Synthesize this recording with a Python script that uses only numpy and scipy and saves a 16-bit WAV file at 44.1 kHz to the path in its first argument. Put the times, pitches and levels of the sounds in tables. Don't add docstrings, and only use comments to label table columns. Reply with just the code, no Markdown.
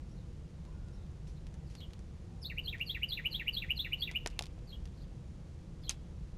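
import sys
import numpy as np
from scipy import signal
from scipy.fft import rfft, irfft
from scipy.io import wavfile
from scipy.ndimage import uniform_filter1d

SR = 44100
rng = np.random.default_rng(int(sys.argv[2]) if len(sys.argv) > 2 else 0)


def volts_from_decibels(level):
    exponent = np.asarray(level, float) / 20
    return 10 ** exponent


def master(y):
    cut = np.clip(np.atleast_2d(y).T, -1, 1)
    pcm = np.round(cut * 32767)
    wavfile.write(sys.argv[1], SR, pcm.astype(np.int16))


N = 280917

# f/Hz, density/dB per Hz
RUMBLE_SPECTRUM = [(12, -40), (20, -6.5), (43, 1), (79, -.5), (102, -8), (156, -4), (238, -19), (330, -53)]
# f/Hz, density/dB per Hz
HISS_SPECTRUM = [(200, -26), (340, -18.5), (413, -27), (480, -22), (586, -30), (1500, -40), (7900, -48),
                 (10300, -85)]
# delay/ms, level/dB
CLEAR_PATHS = [(2.6, -27), (6.5, -13), (10.5, -21.5), (15.5, -11.5), (20.5, -22.5), (30.0, -22.5),
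               (52.0, -26)]
# delay/ms, level/dB, t60/s
CLOSE_SCATTER = [(2.1, -5, 0.08), (12, -16.5, 0.43)]
# delay/ms, level/dB, t60/s
FAR_RETURNS = [(164, -21, 0.24), (212, -23, 0.22), (275, -23, 0.55)]
# t/s, length/s, start f/Hz, end f/Hz, level/dB
FAR_CHIPS = [(.089, .043, 5500, 5860, -75.5), (.16, 0.065, 4250, 3600, -77), (.928, .035, 5430, 5330, -77),
             (1.279, .034, 5600, 6300, -74), (1.357, .027, 4000, 3810, -71.5),
             (1.659, 0.033, 5200, 4140, -76), (3.98, .024, 4340, 4500, -61.5), (4.92, .04, 3300, 5300, -79),
             (4.968, .013, 4720, 4200, -68), (5, .026, 3780, 4830, -70), (5.025, .02, 3670, 3480, -75),
             (5.819, 0.014, 4670, 5000, -69), (5.831, .012, 3640, 3380, -64), (.93, 0.14, 3880, 3700, -81)]
# t/s, length/s, f/Hz, level/dB
FAR_HOOTS = [
    (0.643, .11, 1015, -69),
    (.66, .4, 1500, -78),
    (1.54, 0.12, 861, -70),
    (2.299, .11, 817, -70),
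    (2.629, 0.16, 724, -71.5),
    (3.251, .19, 920, -74),
]
# t/s of the rise, level/dB, opening fall/s, its span/Hz, closing note/dB
SECOND_WREN = [
    (1.808, -57.5, 0.063, 1200, -1),
    (4.717, -56, 0.06, 1080, -3.5),
    (5.868, -53.5, .045, 620, -8),
]
# t/s, rms level/dB, t60/s
LEAF_CRUSHES = [
    (5.895, -38.5, 0.091),
    (4.3, -62, 0.13),
    (1.27, -65.5, 0.26),
    (1.7, -65, 0.33),
]
# t/s, peak level/dB, f/Hz, t60/s
PLATE_MODES = [
    (4.2612, -36, 455, 0.024),
    (4.2612, -30.5, 698.4, 0.015),
    (4.2612, -27.5, 936, 0.013),
    (4.2612, -33.5, 1830, 0.017),
    (4.41, -33, 786, 0.0091),
    (4.417, -42, 666, 0.012),
    (4.58, -48, 710, 0.013),
    (5.8945, -18.5, 6380, 0.0072),
]
# t/s, peak level/dB, ring f/Hz
CLAW_SCRATCHES = [(0.884, -61, 4170), (1.0645, -67, 3210), (1.277, -63, 5960), (1.4676, -54, 2900),
                  (1.5409, -55, 6300), (1.7514, -48.5, 4400), (1.805, -55, 3360), (1.907, -61, 3070),
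                  (1.9336, -51, 3200), (1.9917, -56, 5600), (2.7823, -58, 4050), (2.796, -55.5, 3010),
                  (4.1129, -44, 3100), (4.4364, -47, 3100), (4.441, -53.5, 3770), (4.589, -64, 3380),
                  (4.8548, -52.5, 4160), (4.8742, -62.5, 3170), (5.9424, -59, 3220)]
# t/s, peak level/dB, ring f/Hz, body above the snap/dB, t60/s
BILL_PECKS = [(0.651, -74.5, 3340, 14, 0.016), (4.2607, -35.5, 3150, -0.5, 0.014),
              (4.2725, -29.5, 6600, -14.5, 0.012), (4.3911, -25, 3640, -14, 0.0094),
              (4.4088, -53, 3000, 5, 0.011), (4.423, -37, 4300, -15, 0.01), (4.4563, -46, 4540, -11, 0.02),
              (4.4664, -49.5, 3790, -10, 0.018), (5.8932, -28.5, 6850, -19.5, 0.026),
              (5.9084, -35, 7800, -22, 0.025), (5.9248, -56, 3230, -40, .02)]
# t/ms, f/Hz, level/dB
HIGH_FALL = [(0, 4830, -25), (6, 4740, -9), (12.9, 4560, -3.5), (20, 4260, -3), (29.2, 4030, -5.5),
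             (33.6, 3900, -16)]
HIGH_RISE = [(0, 3070, -14), (3.04, 3270, -3.5), (8.3, 3380, 4), (13.5, 3570, 4), (21.2, 3950, -4),
             (25.2, 4050, -6), (29.3, 4300, -20)]
LOW_FALL = [(1.48, 2850, -33), (9.26, 2620, 4), (12.3, 2440, -7), (15.4, 2230, -1), (20.6, 2020, -13),
            (26, 1840, -5), (30.43, 1690, -12.5), (35.9, 1120, -25.5)]
LOW_RISE = [(0, 1890, -26.5), (12.64, 2290, -15), (15.67, 2390, -2.5), (19.36, 2610, -10.5),
            (22.7, 2753, 6.5), (25.9, 2910, 1), (31.4, 2960, -2.4), (36.2, 2950, -5.5), (40.7, 3600, -46)]
# t/s of the last note, low pair level/dB, low pitch ratio, high rise level/dB, high pitch ratio
SONG_PHRASES = [
    (2.562, -42, 1.002, -47.5, 1.05),
    (2.790, -39, .98, -44.5, 0.93),
    (3.010, -37, 1.007, -42.5, 0.96),
    (3.236, -36.5, 1.007, -41.5, 1),
    (3.459, -36.5, 1, -41.5, 0.96),
    (3.684, -36.5, 1.003, -41, 0.982),
    (3.909, -38, 1.007, -40.5, 1.018),
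    (4.137, -37.5, .998, -39.5, 1),
]
# lead before the last note/ms, level/dB, pitch ratio, sweep width ratio, end above middle/dB
OPENING_NOTES = [
    (149, -55, 1.16, 1.3, 2),
    (158, -54, .99, .85, 10.5),
    (153.3, -51.5, .995, .7, 5),
    (154.2, -48, 1.02, 1.14, 4),
    (157.8, -52.5, 1.005, 0.92, 13.5),
    (158.5, -45.5, .99, 0.98, 4),
    (157.8, -51, 1, 1.02, 14),
    (139.2, -49.5, .97, 0.83, -10),
]


def add(out, s, piece):
    i = int(s * SR)
    out[i:i + len(piece)] += piece[:N - i]


def whistle(ms, hz, level_db):
    t = np.arange(int(ms[0] * SR / 1000), int(ms[-1] * SR / 1000)) * 1000 / SR
    phase = 2 * np.pi * np.cumsum(np.interp(t, ms, hz)) / SR
    return np.sqrt(2) * volts_from_decibels(np.interp(t, ms, level_db)) * np.sin(phase)


def dying(t60, size):
    x = rng.standard_normal(size) * volts_from_decibels(-60 * np.arange(size) / SR / max(t60, 1e-3))
    return x / np.sqrt(np.sum(x ** 2))


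def band(x, low_hz, high_hz):
    sos = signal.butter(1, [low_hz, min(high_hz, 9000)], "band", fs=SR, output="sos")
    return signal.sosfilt(sos, x)


def flutter(low_hz, high_hz):
    sos = signal.butter(3, [low_hz, high_hz], "band", fs=SR, output="sos")
    x = signal.sosfilt(sos, rng.standard_normal(N))
    return x / x.std()


def yard(x, clear_db, scatter_db):
    near, far = np.zeros(SR), np.zeros(SR)
    near[0] = volts_from_decibels(clear_db)
    for response, bursts in ((near, CLOSE_SCATTER), (far, FAR_RETURNS)):
        for ms, db, t60 in bursts:
            add(response, ms / 1000, volts_from_decibels(db + scatter_db) * dying(t60, size=22050))
    for ms, db in CLEAR_PATHS:
        add(near, ms / 1000, volts_from_decibels([db + clear_db]))
    far = signal.sosfilt(signal.butter(4, 2150, fs=SR, output="sos"), far)
    leaf_stir = 0.76
    stirred = x * (np.sqrt(1 - leaf_stir) + np.sqrt(leaf_stir) * flutter(22, 270))
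    return (signal.fftconvolve(x, near) + signal.fftconvolve(stirred, far))[:N]


def air():
    log_hz = np.log(np.maximum(np.arange(N // 2 + 1) * SR / N, 1))
    gains = []
    for spectrum in (RUMBLE_SPECTRUM, HISS_SPECTRUM):
        hz, db = np.transpose(spectrum)
        gains.append(volts_from_decibels(np.interp(log_hz, np.log(hz), db, right=-120)))
    x = irfft(rfft(rng.standard_normal(N)) * np.hypot(*gains), N)
    return volts_from_decibels(-45.5) * x / x.std()


def churrs():
    centre_hz, fall_db = 4070, -5.5
    early = 0.73
    rows = []
    for s, db, fall_s, span_hz, close_db in SECOND_WREN:
        top_hz, bottom_hz = centre_hz + span_hz / 2, centre_hz - span_hz / 2
        rows.append((s - early * fall_s, fall_s, top_hz, bottom_hz, db + fall_db))
        rows.append((s, .024, 2980, 3550, db))
        rows.append((s + .015, .023, 3500, 2920, db + close_db))
    return rows


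def far_calls():
    out, quick = np.zeros(N), flutter(25, 260)
    slow = uniform_filter1d(quick, size=450)
    slow = slow / slow.std()
    hoots = [(s, length, hz, hz * 0.93, db) for s, length, hz, db in FAR_HOOTS]
    for calls, rough, wobble in ((FAR_CHIPS, .9, quick), (churrs(), .5, quick), (hoots, .7, slow)):
        for s, length, start_hz, end_hz, db in calls:
            ms = 1000 * length * np.array([0, .2, .8, 1])
            glide_hz = start_hz + (end_hz - start_hz) * ms / ms[-1]
            tone = whistle(ms, glide_hz, db + np.array([-4, 0.5, 0.0, -14]))
            add(out, s, tone * (1.1 - rough + rough * wobble[int(s * SR):][:len(tone)]))
    return yard(out, clear_db=-2.5, scatter_db=6.0)


def crunch():
    out = np.zeros(N)
    for s, db, t60 in LEAF_CRUSHES:
        burst = band(dying(t60, size=8192), 2200, 5300)
        add(out, s, volts_from_decibels(db) * burst / burst[:400].std())
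    return out


def thumps():
    out, t = np.zeros(N), np.arange(4096) / SR
    for s, db, hz, t60 in PLATE_MODES:
        add(out, s, volts_from_decibels(db - 60 * t / t60) * np.sin(2 * np.pi * hz * t))
    return out


def ticks():
    out = np.zeros(N)
    scratches = [(*row, -5.5, 0.034) for row in CLAW_SCRATCHES]   # body/dB, t60/s
    for s, db, hz, body_db, t60 in BILL_PECKS + scratches:
        crack = dying(t60, size=4096)
        crack[0] -= 1.3
        snap = band(band(crack, hz * 0.45, hz * 1.48), hz * .5, hz * 1.62)
        body = band(crack + dying(t60 * 3.3, size=4096), 430, 2030)
        rustle = band(dying(0.044, size=4096), 1040, 4400)
        tick = np.zeros(4096)
        for part, rel_db in ((snap, 6.5), (body, body_db + 14.0), (rustle, -11.5)):
            tick += volts_from_decibels(db + rel_db) * part / np.abs(part).max()
        add(out, s + .0008, tick)
    return out


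def wren():
    out, wobble = np.zeros(N), flutter(63, 203)
    song_rough, opener_rough = 0.11, 0.48
    for k, (phrase, opening) in enumerate(zip(SONG_PHRASES, OPENING_NOTES)):
        s, low_db, low, high_db, high = phrase
        lead_ms, *opener = opening
        closing = .87 if k == len(SONG_PHRASES) - 1 else 1
        rise_width = closing * (1.1 - k * 0.018)
        swell_db = 5 - k * 1.04
        # shape, start/s, level/dB, pitch ratio, sweep width ratio, end-to-middle rise/dB, flutter share
        notes = ((HIGH_FALL, s - lead_ms / 1000, *opener, opener_rough),
                 (HIGH_RISE, s - .1195, high_db, high, rise_width, swell_db, song_rough),
                 (LOW_FALL, s - .0697, low_db - 4.5, low * 1.02, closing * 0.94, 0, song_rough),
                 (LOW_RISE, s, low_db, low, closing, 0, song_rough))
        for shape, start, level_db, tune, width, rise_db, rough in notes:
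            ms, hz, db = np.transpose(shape)
            anchor = hz[-2] if shape is LOW_RISE else hz[0]
            head_turn_db = 1.2 * rng.standard_normal(len(ms))
            swing_db = head_turn_db + rise_db * (2 * ms / ms[-1] - 1)
            tone = whistle(ms, tune * (anchor + width * (hz - anchor)), db + level_db + swing_db)
            start += ms[0] / 1000
            add(out, start, tone * (1 + rough * wobble[int(start * SR):][:len(tone)]))
    return yard(out, clear_db=3.0, scatter_db=3.5)


def scene():
    return (air() + far_calls() + crunch() + thumps() + ticks() + wren())[None]


def top_cut(x):
    return signal.sosfilt(signal.butter(12, 16160, fs=SR, output="sos"), x)


def record(dry):
    camera_sr = 16000
    hz = np.minimum(np.arange(N // 2 + 1) * SR / N, 8600)
    bright = irfft(rfft(dry[0]) / np.sinc(hz / camera_sr) ** 2, N)
    slow = signal.resample_poly(bright, 160, 441)
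    joined = np.interp(np.arange(N) / SR, np.arange(len(slow)) / camera_sr, slow)
    joined = signal.sosfilt(signal.cheby2(10, 50, 16800, fs=SR, output="sos"), joined)
    return top_cut(joined[None] + 0.00038)


dry = scene()
out = record(dry)
master(out)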